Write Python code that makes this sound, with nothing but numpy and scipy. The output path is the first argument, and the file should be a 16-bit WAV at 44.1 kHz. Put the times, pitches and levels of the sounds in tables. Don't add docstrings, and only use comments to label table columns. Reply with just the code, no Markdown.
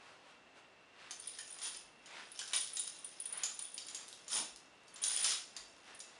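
import sys
import numpy as np
from scipy import signal
from scipy.fft import rfft, irfft
from scipy.io import wavfile
from scipy.ndimage import uniform_filter1d

SR = 44100
rng = np.random.default_rng(int(sys.argv[2]) if len(sys.argv) > 2 else 0)


def dump_mix(stems):
    frames = np.atleast_2d(stems).T
    limited = np.clip(frames, -1, 1)
    pcm = np.round(limited * 32767).astype(np.int16)
    wavfile.write(sys.argv[1], SR, pcm)


N = 272979
TIME = np.arange(N) / SR

# start_s, attack_db (before gain), ring_hz
LINK_TAPS = [(1.198, -42.5, 9390), (1.2732, -36, 9600), (1.3862, -44, 9480), (1.4072, -45.5, 9600),
             (1.504, -45, 9550), (1.5248, -44, 9470), (1.6283, -43, 9430), (1.6738, -43, 9600),
             (1.7653, -43.5, 9560), (2.317, -45, 9960), (2.61, -33.5, 9670), (2.7333, -40.5, 9660),
             (2.7569, -37.5, 9500), (2.7948, -31, 9520), (2.8717, -38, 9610), (2.9862, -49, 9600),
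             (3.0453, -38, 9450), (3.2005, -35, 9670), (3.2557, -34.5, 9610), (3.3253, -35, 9660),
             (3.3743, -37.5, 9800), (3.544, -49, 9670), (3.5909, -35.5, 9630), (3.6228, -39.5, 9570),
             (3.6517, -40.5, 9640), (3.7422, -39, 9510), (3.8673, -47.5, 9730), (4.9402, -51, 9550),
             (5.018, -39, 9420), (5.232, -32, 9360), (5.947, -50, 9650), (5.9918, -47.5, 9570)]
# start_s, attack_db (before gain), strongest_hz, tilt_db_per_octave
CUFF_BLOWS = [(1.109, -37, 6330, 0), (1.388, -40.5, 3020, -1), (1.587, -46.5, 6990, -3.5),
              (1.617, -44, 5020, -3), (1.6583, -40.5, 6650, -3.5), (1.7468, -44, 5160, -2.5),
              (2.059, -48.5, 3370, 0.5), (2.3915, -34, 3030, -1.5), (2.478, -41.5, 4610, 0),
              (2.534, -30, 3750, -4), (2.7691, -32, 6970, 1), (2.8763, -40, 3900, 0),
              (3.4348, -26, 6900, 1.5), (3.5914, -44.5, 6250, -3), (3.779, -35, 4600, 0),
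              (3.8844, -41, 6900, -1.5), (3.947, -31, 6700, 5.5), (4.281, -37.5, 7100, 2.5),
              (4.8804, -53, 4770, 0), (4.9595, -45, 7140, -2), (5.0382, -23.5, 4460, 3.5),
              (5.173, -28.5, 5230, 4), (5.244, -24.5, 3940, 0.5), (5.5654, -37.5, 4500, -1.5),
              (6.003, -38.5, 5620, 2.5)]
# (relative, per Hz)
CRACK_COLOUR = [(60, -67), (300, -18), (600, -22.5), (1000, -12), (2000, -13.5), (3400, -1.5), (7000, -9),
                (8000, -9), (10000, -5), (11500, -0.5)]


def amp(db):
    return 10 ** (np.asarray(db) / 20)


def unit(x):
    return x / np.sqrt(np.mean(x ** 2) + 1e-20)


def read(points, hz):
    f, value = np.transpose(points)
    return np.interp(np.log(hz + 1), np.log(f + 1), value)


def level(rows, axis=1):
    rows = np.asarray(rows)
    db = np.interp(TIME, rows[:, 0], rows[:, axis], left=-140, right=-140)
    return amp(db)


def add(mix, s, sound):
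    start = max(round(s * SR), 0)
    part = mix[start:][:len(sound)]
    part += sound[:len(part)]


def noise(colour, size=N):
    gain = amp(read(colour, np.fft.rfftfreq(size, 1 / SR)))
    return unit(irfft(rfft(rng.standard_normal(size)) * gain, size))


def resonant_noise(hz, width_hz, size=N):
    offset = (np.fft.rfftfreq(size, 1 / SR) - hz) / width_hz
    return unit(irfft(rfft(rng.standard_normal(size)) / (1 + offset ** 2), size))


def attack_of(x, size=220):
    return np.sqrt(uniform_filter1d(x ** 2, size).max())


def swells(rows):
    return sum(amp(db) * np.exp(-((TIME - s) / half_s) ** 2) for s, db, half_s in rows)


def burst(start_s, rise_s, hold_s, release_s):
    t = TIME - start_s
    rise = np.clip(t / rise_s, 0, 1)
    return rise * np.exp(-np.maximum(t - rise_s - hold_s, 0) / release_s)


def ring(modes, size=2048):
    t = TIME[:size]
    hz, db, t60_s = np.transpose(modes)[:, :, None]
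    place, phase = rng.standard_normal(hz.shape), rng.random(hz.shape)
    decay = np.exp(-np.log(1000) * t / t60_s)
    tones = amp(db + 2 * place) * decay * np.sin(2 * np.pi * (hz * t + phase))
    return tones.sum(0)


def radiated(x, corner_hz=380):
    return signal.sosfilt(signal.butter(2, corner_hz, "high", fs=SR, output="sos"), x)


def link(hz, crack_db=-15, crack_s=0.009):
    # ratio (to the main ring), level_db (mean), t60_s
    link_modes = [(.365, -23.5, .04), (.545, -38, .03), (.74, -24, 0.019), (1, -1, .026),
                  (1.045, -9.5, 0.012)]
    body = ring([(hz * ratio, db, t60_s) for ratio, db, t60_s in link_modes])
    crack = noise(CRACK_COLOUR, size=len(body)) * np.exp(-TIME[:len(body)] / crack_s)
    return body + amp(crack_db) * crack


def pings(gain_db=-2, rebound_db=-1, rebound_s=0.0017, count=3):
    out = np.zeros(N)
    for s, db, hz in LINK_TAPS:
        tap = link(hz)
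        for k in range(count):
            late_s = rebound_s * (k + rng.uniform(.6, 1.5))
            add(tap, late_s, amp(rebound_db * k) * link(hz * rng.uniform(0.98, 1.01)))
        add(out, s, amp(db + gain_db) * tap / attack_of(tap))
    return out


def cuff(hz, tilt_db=0, focus_db=7, focus_width_hz=400, crack_s=0.0077, detune=0.014):
    # freq_hz (before detuning), level_db (mean, before focus), t60_s
    cuff_modes = [(1913, -13, 0.05), (2330, -9, 0.025), (3075, -2.5, 0.037), (3550, -15.5, 0.022),
                  (3760, -4.5, 0.02), (3970, -9.5, 0.0346), (4720, -1.5, 0.048), (5207, 2, 0.035),
                  (5800, 2, 0.018), (6260, 1, 0.031), (6773, 4.5, 0.023), (7180, 4, 0.029),
                  (8940, 0.5, 0.024), (9690, 0.5, 0.017), (10900, -18, 0.031)]
    modes = []
    for f, db, t60_s in cuff_modes:
        focus = np.exp(-((f - hz) / focus_width_hz) ** 2)
        modes.append((f * (1 + detune * rng.standard_normal()), db + focus_db * focus, t60_s))
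    body = ring(modes)
    crack = np.sqrt(2) * noise(CRACK_COLOUR, size=len(body)) * np.exp(-TIME[:len(body)] / crack_s)
    blow = np.pad(body / attack_of(body) + crack, (0, len(body)))
    octaves = np.log2(np.maximum(np.fft.rfftfreq(len(blow), 1 / SR), 1000) / 5000)
    return irfft(rfft(blow) * amp(tilt_db * octaves))[:len(body)]


def clanks(gain_db=-1, rebound_db=-4, chatter_s=.006, count=5):
    out = np.zeros(N)
    for s, db, hz, tilt_db in CUFF_BLOWS:
        blow = np.pad(cuff(hz, tilt_db), (0, SR // 10))
        for late in (np.arange(count) + rng.random(count)) / 2:
            add(blow, late * chatter_s, amp(rebound_db) * np.exp(-late) * cuff(hz, tilt_db))
        add(out, s, amp(db + gain_db) * blow / attack_of(blow))
    return out


def contact(tick_db=5.5, tick_s=0.0013, t60_s=0.026, count=10):
    # freq_hz, level_db (relative)
    clatter_colour = [(60, -59), (300, -24), (700, -6), (2000, -2.5), (2700, -1.5), (3500, 4), (4300, -1.5),
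                      (5300, 3.5), (6200, 0), (7100, -3.5), (8000, -7), (9000, 2), (10600, -11), (11500, 9)]
    body = ring([(hz, read(clatter_colour, hz), t60_s) for hz in rng.uniform(900, 11000, count)])
    tick = noise(clatter_colour, size=len(body)) * np.exp(-TIME[:len(body)] / tick_s)
    return .5 * body + amp(tick_db) * tick


def shower(voices, per_s, spread_db):
    out = np.zeros(N)
    for at_s in np.arange(0, N / SR, 1 / per_s):
        force = amp(spread_db * min(rng.exponential(), 3))
        add(out, at_s + rng.random() * 2 / per_s, force * voices[rng.integers(len(voices))])
    return unit(out)


def aftermath(blows, release_s):
    kicks = np.zeros(N)
    for s, db, *_ in blows:
        add(kicks, s, amp([db]))
    return signal.lfilter([1], [1, -np.exp(-1 / (release_s * SR))], kicks)


def rattle(slack_db=-2, swing_db=-1, jingle_db=-2, after_clank_db=-24, after_ping_db=-20,
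           after_clank_s=0.056, after_ping_s=0.031, settle_s=0.039, link_hz=9582, link_spread=0.0088,
           count=80):
    # time_s, clatter_db, jingle_db (before gains)
    slack = [(1.1, -78, -69), (1.25, -53.5, -62), (1.72, -58.5, -61), (1.95, -77, -84), (2.25, -62.5, -72),
             (2.42, -51, -59.5), (3.15, -58, -70), (3.3, -58.5, -63), (3.7, -63, -60), (4.1, -58.5, -67.5),
             (4.75, -72.5, -94), (5.4, -65, -74), (5.8, -64, -94), (6.19, -67.5, -83)]
    # start_s, rise_s, hold_s, clatter_db, jingle_db (before gain)
    swings = [(1.6, 0.038, 0.022, -44, -46.5), (2.532, .003, 0.028, -36, -37.5),
              (4.29, 0.037, 0.048, -36, -40.5), (5.016, 0.022, 0.2, -42, -40),
              (5.244, 0.0043, .07, -34.5, -45.5)]
    pieces = [contact() for _ in range(count)]
    pieces += [cuff(rng.uniform(3500, 7300)) for _ in range(count // 4)]
    links = [link(link_hz * (1 + link_spread * rng.standard_normal())) for _ in range(count)]

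    stir = amp(slack_db) * level(slack, axis=1)
    stir += amp(after_clank_db) * aftermath(CUFF_BLOWS, after_clank_s)
    jingle = amp(jingle_db) * level(slack, axis=2)
    jingle += amp(after_ping_db) * aftermath(LINK_TAPS, after_ping_s)
    swing = np.zeros(N)
    for start_s, rise_s, hold_s, clatter_db, links_db in swings:
        whip = amp(swing_db) * burst(start_s, rise_s, hold_s, settle_s)
        swing += amp(clatter_db) * whip
        jingle += amp(links_db) * whip

    out = stir * shower(pieces, per_s=200, spread_db=3.0)
    out += swing * shower(pieces, per_s=600, spread_db=2.5)
    return out + jingle * shower(links, per_s=220, spread_db=3.0)


def ticks(gain_db=-2, decay_s=0.0013, lowest_hz=3500):
    # start_s, attack_db (before gain)
    hits = [(2.6745, -33), (4.082, -37), (4.088, -39.5), (4.128, -35), (4.15, -57), (4.561, -41),
            (4.836, -58), (5.844, -55)]
    out, t = np.zeros(N), TIME[:SR // 20]
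    for s, db in hits:
        crack = radiated(noise(CRACK_COLOUR, size=len(t)), lowest_hz) * np.exp(-t / decay_s)
        add(out, s, amp(db + gain_db) * crack / attack_of(crack))
    return out


def tinks(decay_s=0.014, width_hz=140):
    # start_s, level_db (rms before decay), centre_hz
    knocks = [(1.387, -49.5, 1730), (2.388, -48.5, 3080), (2.415, -50, 1550), (2.772, -44, 3800),
              (3.648, -54, 3480), (5.02, -47.5, 3340), (5.172, -42, 3300)]
    out, t = np.zeros(N), TIME[:SR // 8]
    for s, db, hz in knocks:
        add(out, s, amp(db) * resonant_noise(hz, width_hz, size=len(t)) * np.exp(-t / decay_s))
    return out


def cloth(gain_db=-1, grain_db=2):
    # centre_s, level_db (before gain), half_length_s
    soft_swells = [(1.06, -57.5, .1), (1.66, -58.5, 0.1), (2.17, -51.5, 0.092), (2.55, -54, 0.053),
                   (3.4, -51.5, 0.086), (3.97, -60, 0.093), (4.36, -61, 0.11), (5.07, -58, 0.13),
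                   (5.28, -50.5, 0.1), (5.58, -59.5, 0.032), (5.91, -57, 0.063)]
    # (relative, per Hz)
    cloth_colour = [(60, -26), (250, -14.5), (700, -3.5), (1100, -2), (1900, 0), (3000, -3), (4500, -7.5),
                    (7000, -16.5), (10000, -20), (12000, -30)]
    grain = amp(grain_db * unit(uniform_filter1d(rng.standard_normal(N), size=130)))
    return amp(gain_db) * swells(soft_swells) * unit(noise(cloth_colour) * grain)


def chain_drag(gain_db=-1):
    # centre_s, level_db (before gain), half_length_s
    drags = [(4.385, -50.5, 0.059), (5.28, -63.5, 0.096)]
    # (relative, per Hz)
    drag_colour = [(40, -26), (120, -8), (220, 4.5), (450, -3), (950, 7.5), (1500, -8), (3000, -19),
                   (9000, -38)]
    return amp(gain_db) * swells(drags) * noise(drag_colour)


def heel_thuds(thud_hz=48, thud_s=0.026):
    # start_s, envelope_peak_db
    heels = [(1.75, -80), (1.83, -77), (4.51, -76), (5.24, -79), (5.59, -73)]
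    out, t = np.zeros(N), TIME[:SR // 2]
    thud = t / thud_s * np.exp(1 - t / thud_s) * np.sin(2 * np.pi * thud_hz * t)
    for s, db in heels:
        add(out, s, amp(db) * thud)
    return out


def sleeves():
    # centre_s, level_db, half_length_s
    rustles = [(0.072, -61, 0.11), (0.294, -63, 0.065), (.58, -61, 0.031), (6.15, -65, 0.085)]
    # (relative, per Hz)
    sleeve_colour = [(100, -25), (800, 6.5), (4000, -2.5), (7000, -11), (11000, -15)]
    return noise(sleeve_colour) * swells(rustles)


def room(x, gap_s=0.0046, turns_per_s=20, count=5):
    # freq_hz, t60_s
    room_decay = [(200, 0.29), (1500, 0.32), (4000, 0.41), (7000, 0.41), (10500, 0.26)]
    out = np.zeros(N)
    for k in range(count):
        taps = rng.standard_normal(SR) * (rng.random(SR) < .1) * (TIME[:SR] > gap_s)
        hz, t, bands = signal.stft(taps, SR, nperseg=256)
        decay = np.exp(-np.log(1000) * t / read(room_decay, hz)[:, None])
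        tail = signal.istft(bands * decay, SR)[1]
        turn = (turns_per_s * TIME + k) % count
        share = np.sin(np.pi * turn / 2) * (turn < 2)
        out += signal.oaconvolve(x * share, tail / np.linalg.norm(tail))[:N]
    return out


def background(hiss_db=-64):
    # (relative, per Hz)
    hiss_colour = [(15, -56), (25, -18.5), (129, -8.5), (215, -4.5), (263, -4), (307, -3), (397, -3),
                   (513, -2.5), (629, -2), (1020, -4.5), (2210, -7), (2640, -11.5), (3080, -9.5),
                   (9490, -28), (11400, -36), (14800, -77), (22000, -120)]
    # centre_hz, width_hz, level_db (rms)
    whine_bands = [(2630, 21, -76.5), (2742, 57, -73)]
    whine = sum(amp(db) * resonant_noise(hz, width_hz) for hz, width_hz, db in whine_bands)
    return amp(hiss_db) * noise(hiss_colour) + whine


def scene(ping_wet_db=-5, clank_wet_db=-1, motion_wet_db=-4):
    taps = radiated(pings())
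    blows = radiated(clanks() + ticks() + tinks())
    motion = radiated(rattle()) + cloth() + chain_drag() + heel_thuds() + sleeves()
    echoes = room(amp(ping_wet_db) * taps + amp(clank_wet_db) * blows + amp(motion_wet_db) * motion)
    return (taps + blows + motion + echoes + background())[None]


def record(dry, corner_hz=10700, edge_hz=11650):
    rolloff = signal.firwin(numtaps=61, cutoff=corner_hz, fs=SR)
    soft = signal.oaconvolve(dry, rolloff[None], "same")
    band_limit = signal.firwin(201, edge_hz, window=("kaiser", 6), fs=SR)
    return signal.oaconvolve(soft, band_limit[None], "same")


dry = scene()
out = record(dry)
dump_mix(out)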